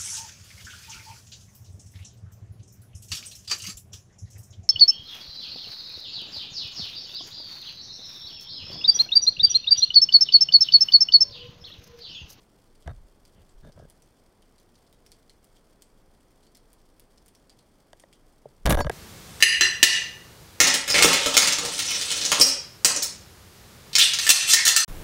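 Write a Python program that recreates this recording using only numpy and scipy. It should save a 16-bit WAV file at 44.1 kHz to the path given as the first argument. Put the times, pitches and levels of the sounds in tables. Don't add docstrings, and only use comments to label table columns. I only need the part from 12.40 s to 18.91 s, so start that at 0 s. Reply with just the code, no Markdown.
import sys
import numpy as np
from scipy import signal
from scipy.fft import rfft, irfft, next_fast_len
from scipy.io import wavfile

SR = 44100
rng = np.random.default_rng(int(sys.argv[2]) if len(sys.argv) > 2 else 0)


def bounce(signal):
    frames = np.transpose(np.atleast_2d(signal))
    limited = np.clip(frames, -1, 1)
    pcm = np.round(limited * 32767).astype(np.int16)
    wavfile.write(sys.argv[1], SR, pcm)


N = 287267
AGE = np.arange(SR // 3) / SR


def from_db(db):
    return 10 ** (np.asarray(db) / 20)


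def rms_one(x):
    return x / np.sqrt(np.mean(x ** 2) + 1e-20)


def passed(x, hz, kind="low", order=2):
    edge_hz = np.clip(hz, 3, .45 * SR)
    sections = signal.butter(order, edge_hz, kind, fs=SR, output="sos")
    return signal.sosfilt(sections, x + 1e-18)


def add(track, s, sound):
    start = int(np.clip(round(s * SR), 0, N - 1))
    track[start:start + len(sound)] += sound[:N - start]


def noise(spectrum):
    hz, level_db = np.transpose(spectrum)
    size = next_fast_len(N)
    bins_hz = np.arange(size // 2 + 1) * SR / size
    gain = from_db(np.interp(np.log(bins_hz + 1), np.log(hz), level_db, left=-120, right=-120))
    white = rfft(rng.standard_normal(size))
    return rms_one(irfft(white * gain, size)[:N])


def dying(t60):
    return np.exp(-np.log(1000) * AGE / t60)


def ring(modes, scatter_db):
    out = np.zeros(len(AGE))
    for k, (hz, db, t60) in enumerate(modes):
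        t = AGE[AGE < 2 * t60]
        strength = (-1) ** k * from_db(db + scatter_db * rng.normal())
        decay = np.exp(-np.log(1000) * t / t60)
        out[:len(t)] += strength * decay * np.sin(2 * np.pi * hz * t)
    return out / np.abs(out).max()


def grains(per_s, spread_db, size):
    struck = rng.random(size) < per_s / SR
    strength = from_db(spread_db * np.minimum(rng.exponential(1, size), 4))
    return struck * strength * rng.choice([-1, 1], size)


# (frequency [Hz], relative density [dB])
WATER_SPECTRUM = [(20, 10), (39, -3.5), (81, -10), (200, -10.5), (400, -12), (800, -18.5), (1500, -26),
                  (2600, -34.5), (6000, -50)]
WATER_DB = -59.5


def water():
    return from_db(WATER_DB) * noise(WATER_SPECTRUM)


def snap_power(echo_db, tail_db, lag_s, crack_t60=0.012, tail_t60=0.17):
    power = dying(crack_t60) ** 2 + (from_db(tail_db) * dying(tail_t60)) ** 2
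    echo = np.interp(AGE - lag_s, AGE, power, left=0)
    return power + from_db(echo_db) ** 2 * echo


# (frequency [Hz], relative density [dB])
SHRIMP_SPECTRUM = [(1200, -31), (2000, -1.5), (2700, -7.5), (3300, 2), (3850, -6), (4500, 1), (5300, -0.5),
                   (6900, -5), (9100, -1.5), (11000, -8.5), (14500, -8.5), (16000, -13)]
FAR_SHRIMP_DB, HISS_DB = -75.5, -76


def far_shrimp():
    snap = snap_power(echo_db=4, tail_db=-18.5, lag_s=0.0035)
    clicks = grains(per_s=80, spread_db=2, size=N)
    colony = np.abs(signal.oaconvolve(clicks ** 2, snap)[:N])
    power = from_db(FAR_SHRIMP_DB) ** 2 * colony / colony.mean() + from_db(HISS_DB) ** 2
    return np.sqrt(power) * noise(SHRIMP_SPECTRUM)


FAINT_SNAPS_PER_S, FAINT_SNAP_DB, FAINT_SPREAD_DB = 1.4, -58.5, 8.5
FAINT_LOW_HZ, FAINT_HIGH_HZ, FAINT_TREBLE_DB = 3270, 7460, -5


def faint_snaps():
    rows = []
    for when, size, pitch in rng.random((int(FAINT_SNAPS_PER_S * N / SR), 3)):
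        db = FAINT_SNAP_DB + FAINT_SPREAD_DB * (2 * size - 1)
        hz = FAINT_LOW_HZ * (FAINT_HIGH_HZ / FAINT_LOW_HZ) ** pitch
        rows.append((when * N / SR, db, hz, FAINT_TREBLE_DB))
    return rows


# (time [s], crack level [dB], strongest pitch [Hz], treble re crack level [dB])
NEAR_SNAPS = [(0.3536, -56, 4540, -14), (0.4238, -51, 3220, -22), (0.852, -48, 4520, -11),
              (1.092, -53.5, 7700, -26), (1.321, -51.5, 5200, -30), (1.391, -51, 5200, -24),
              (1.4994, -47.5, 9500, -4.5), (2.0214, -52.5, 3060, -15), (2.1818, -49, 4180, -35),
              (2.3545, -51, 4350, -39), (2.466, -56, 4300, -28), (2.6638, -46, 5550, -13),
              (2.718, -41, 4560, -12), (2.896, -44.5, 4270, -23), (3.044, -53.5, 9490, -1),
              (3.1656, -52, 3250, -29), (3.4214, -42.5, 7940, -6), (4.03, -53, 4130, -29),
              (4.067, -50.5, 4500, -31), (4.149, -43, 5260, -16), (4.1706, -50.5, 4370, -3),
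              (4.3309, -53, 9500, 3), (4.597, -47.5, 9200, -2), (4.776, -50.5, 5200, -29),
              (4.8814, -49, 8900, -2), (4.95, -48.5, 5500, -10), (5.0961, -42.5, 4670, -27),
              (5.1896, -48.5, 4200, -22), (5.598, -44.5, 8800, -25), (5.728, -42.5, 3200, -21)]
SNAP_ECHO_DB, SNAP_SCATTER_DB = -3, -14.5
TREBLE_ECHO_DB, TREBLE_SCATTER_DB, TREBLE_T60_S = -7, -26, 0.007
SNAP_RING_DB, SNAP_MID_DB, RING_FOLLOWS = -55.5, -48, .85


def near_shrimp(body_db=-6, split_hz=10000, width=0.03):
    out, colour = np.zeros(N), noise(SHRIMP_SPECTRUM)
    body = passed(colour, split_hz, order=4)
    treble = rms_one(passed(colour, split_hz, "high", order=4))
    for s, db, hz, bright_db in list(NEAR_SNAPS) + faint_snaps():
        start = rng.integers(N - len(AGE))
        part = slice(start, start + len(AGE))
        lag_s = rng.uniform(.004, .006)
        treble_power = snap_power(TREBLE_ECHO_DB, TREBLE_SCATTER_DB, lag_s, TREBLE_T60_S)
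        sparkle = from_db(db + bright_db) * np.sqrt(treble_power) * treble[part]
        band_hz = hz * np.exp([-width, width])
        pitched = rms_one(passed(rng.standard_normal(len(AGE)), band_hz, "band", order=1))
        ring_db = SNAP_RING_DB + RING_FOLLOWS * (db - SNAP_MID_DB)
        envelope = np.sqrt(snap_power(SNAP_ECHO_DB, SNAP_SCATTER_DB, lag_s))
        crack = from_db(db + body_db) * body[part]
        add(out, s, envelope * (crack + from_db(ring_db) * pitched) + sparkle)
    return out


def surge(top_hz):
    swing = passed(rng.standard_normal(2 * len(AGE)), top_hz, order=4)
    swell = signal.hilbert(passed(swing, top_hz / 4, "high"))
    even = passed(swell.real / np.abs(swell), 2 * top_hz, order=4)
    return rms_one(even[len(AGE) // 2:][:len(AGE)])


def push(length, rise_s=0.0019, fall_s=0.005):
    attack = 1 - np.exp(-AGE / rise_s)
    return attack * np.exp(-np.clip((AGE - length) / fall_s, 0, 50))


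# (start [s], length [s], surge level [dB], surge bandwidth [Hz])
PUSHES = [(0.462, 0.016, -34.5, 94.6), (0.521, 0.1, -46.5, 41.3), (1.134, 0.097, -48, 32)]


def water_pushes():
    out = np.zeros(N)
    for s, length, db, hz in PUSHES:
        add(out, s, from_db(db) * push(length, rise_s=0.0024, fall_s=0.045) * surge(hz))
    return out


# (frequency [Hz], relative level [dB], t60 [s])
BODY_MODES = [(347, -9.5, 0.018), (467, -4.5, 0.019), (582, 1, 0.026), (677.5, 0.5, 0.02),
              (971, -4.5, 0.017), (1244, -5, 0.0098), (1645, -7, 0.026), (1916, -6.5, 0.018),
              (2076, -2.5, 0.0049), (2780, -9.5, 0.0027), (3010, -3, 0.0061), (3630, -9, 0.016),
              (4500, -12, 0.0073), (5780, -14, 0.013), (6600, -13.5, 0.0075), (10200, 2.5, 0.00086)]
# (frequency [Hz], relative level [dB], t60 [s])
FLEX_MODES = [(49.4, -1, 0.15), (68.7, -8, 0.255), (100, -4.5, 0.042), (140, 0.5, 0.033), (243, -8, 0.065)]


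def blow(db, contact_hz, thud_db, crack_db=-13, crack_t60=0.01):
    crack = from_db(crack_db) * dying(crack_t60) * rng.standard_normal(len(AGE))
    hit = passed(ring(BODY_MODES, scatter_db=3.5) + crack, contact_hz, order=3)
    thud = from_db(thud_db) * passed(ring(FLEX_MODES, scatter_db=3.0), 226)
    return from_db(db) * (hit / np.abs(hit).max() + thud)


def friction(top_hz, grit_db=-9):
    slips = grains(per_s=4000, spread_db=-2.0, size=len(AGE))
    rung = signal.fftconvolve(slips, ring(BODY_MODES, scatter_db=6.0))[:len(AGE)]
    return rms_one(passed(rms_one(rung) + from_db(grit_db) * rms_one(slips), top_hz, order=1))


# (start [s], length [s], surge level [dB], surge bandwidth [Hz],
# friction level [dB], judder level [dB])
HAND_SHIFTS = [(0.459, 0.055, -46.5, 187, -51.5, -61), (0.953, 0.079, -54.5, 123, -67.5, -66),
               (1.228, 0.069, -48.5, 185, -59.5, -45.5), (1.355, 0.098, -50.5, 189, -63.5, -43)]
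SLIP_GAP_S, SLIP_SLOWING_S = .0195, .0028
SLIP_CONTACT_HZ, SLIP_SOFTENING, SLIP_THUD_DB = 1100, 0.66, -8
GRIP_FRICTION_HZ = 1590


def grip(count=4):
    out = np.zeros(N)
    for s, length, surge_db, surge_hz, friction_db, judder_db in HAND_SHIFTS:
        pressed = from_db(surge_db) * surge(surge_hz)
        rubbed = from_db(friction_db) * friction(GRIP_FRICTION_HZ)
        add(out, s, push(length) * (pressed + rubbed))
        age = 0
        for k in range(count):
            age += SLIP_GAP_S + k * SLIP_SLOWING_S
            slip = blow(judder_db, SLIP_CONTACT_HZ * SLIP_SOFTENING ** k, SLIP_THUD_DB)
            if age < length:
                add(out, s + age, slip)
    return out


# (frequency [Hz], relative level [dB], t60 [s])
TOCK_MODES = [(133, -16.5, 0.24), (434, -3.5, 0.046), (592, -1, 0.029), (865, -0.5, 0.012)]
TRIGGER_S, TRIGGER_DB = 6.0555, -31


def trigger(contact_hz=700):
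    out = np.zeros(N)
    tock = passed(ring(TOCK_MODES, scatter_db=1.5), contact_hz, order=4)
    add(out, TRIGGER_S, from_db(TRIGGER_DB) * tock / np.abs(tock).max())
    return out


# (time [s], edge level [dB], edge bandwidth [Hz], dull weight level [dB])
STOCK_KNOCKS = [(0.4757, -32.5, 9000, -30.5), (0.4935, -42, 2400, -47), (0.506, -50, 3000, -46),
                (5.531, -37, 9800, -62), (5.6368, -43.5, 3500, -60), (6.285, -25.5, 8000, -40),
                (6.306, 13.5, 9500, -15), (6.324, 0.5, 8900, -9), (6.346, -15, 4530, -15),
                (6.3716, -27, 7000, -20), (6.379, -37, 6000, -24), (6.3893, -17, 2480, -23),
                (6.4046, -11, 6500, -9.5), (6.4463, -27, 5000, -35.5), (6.467, -27.5, 5870, -20.5),
                (6.4967, -17.5, 14700, -16)]
SETTLE_S, WEIGHT_HZ, KNOCK_THUD_DB = 0.002213, 1300, -16.5


def knocks(edge_thud_db=-42):
    out = np.zeros(N)
    for s, edge_db, edge_hz, weight_db in STOCK_KNOCKS:
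        add(out, s, blow(edge_db, edge_hz, edge_thud_db))
        add(out, s + SETTLE_S, blow(weight_db, WEIGHT_HZ, KNOCK_THUD_DB))
    return out


# (frequency [Hz], relative level [dB], t60 [s])
STEEL_MODES = [(2700, -9, 0.066), (2980, -7, 0.047), (3400, 7, 0.093), (3750, -9, 0.055), (4520, 21, 0.27),
               (4550, -1, 0.098), (4830, 6, 0.26), (5370, 14, 0.23), (6930, 14, 0.23)]
STEEL_S, STEEL_DB = 6.405, -32.5
STEEL_FREE_S = .022


def steel(choke_t60=0.085):
    out = np.zeros(N)
    choke = np.interp(AGE - STEEL_FREE_S, AGE, dying(choke_t60))
    add(out, STEEL_S, from_db(STEEL_DB) * choke * ring(STEEL_MODES, scatter_db=2))
    return out


FIRE_S, BAND_SLAP_DB, BAND_SLAP_HZ, BAND_THUD_DB = 6.2572, 3, 9300, -10.5
BAND_GAP_S, BAND_LOSS_DB = .006, 2.5


def band_slaps(count=4):
    out = np.zeros(N)
    for k in range(count):
        slap = blow(BAND_SLAP_DB - k * BAND_LOSS_DB, BAND_SLAP_HZ, BAND_THUD_DB)
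        add(out, FIRE_S + k * BAND_GAP_S, slap)
    return out


# (time [s], water surge level [dB], surge bandwidth [Hz], scraping level [dB])
SHOT_COURSE = [(6.2, -54, 22.3, -86), (6.253, -47, 29.84, -75), (6.256, -7, 148.3, -25),
               (6.278, -7, 147.5, -24), (6.283, -34, 120.8, -41), (6.292, -26, 129, -32),
               (6.295, -5.5, 178.1, -12), (6.326, -7, 164.9, -15.5), (6.335, -18, 109.4, -26.5),
               (6.356, -13.5, 40, -23.5), (6.369, 6, 25, -29), (6.374, -26.5, 102.2, -31),
               (6.41, -28, 119.4, -26), (6.442, -38.5, 81.6, -49.5), (6.467, -23.5, 117, -38.5),
               (6.487, -38, 54, -56)]
SCRAPE_DULL_HZ, SCRAPE_BRIGHT_HZ, SCRAPE_BRIGHTENING = 1410, 6800, 0.88
SCRAPE_GRIT_DB = -4.5


def rush():
    out = np.zeros(N)
    s, *columns = np.transpose(SHOT_COURSE)
    surge_db, surge_hz, scrape_db = [np.interp(s[0] + AGE, s, c) for c in columns]
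    top_hz = surge_hz.max()
    warped_s = np.cumsum(surge_hz / top_hz) / SR
    swing = np.interp(warped_s, AGE, surge(top_hz))
    hard = from_db(SCRAPE_BRIGHTENING * (scrape_db - scrape_db.max()))
    dull = np.sqrt(1 - hard ** 2) * friction(SCRAPE_DULL_HZ, SCRAPE_GRIT_DB)
    bright = hard * friction(SCRAPE_BRIGHT_HZ, SCRAPE_GRIT_DB)
    add(out, s[0], from_db(surge_db) * swing + from_db(scrape_db) * (dull + bright))
    return out


def scene():
    sea = water() + far_shrimp() + near_shrimp()
    gun = water_pushes() + grip() + trigger() + knocks() + steel() + band_slaps() + rush()
    return (sea + gun)[None]


OVERLOAD = 0.14
CUTOFF_HZ = 16200


def record(dry, hardness=6, leak_hz=2.2, through_db=-21, through_hz=900):
    clipped = dry / (1 + np.abs(dry / OVERLOAD) ** hardness) ** (1 / hardness)
    treble = OVERLOAD * np.tanh(passed(dry, through_hz, "high") / OVERLOAD)
    sagging = passed(clipped + from_db(through_db) * treble, leak_hz, "high", order=1)
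    return signal.sosfilt(signal.ellip(10, .1, 80, CUTOFF_HZ, fs=SR, output="sos"), sagging)


dry = scene()
out = record(dry)
bounce(out)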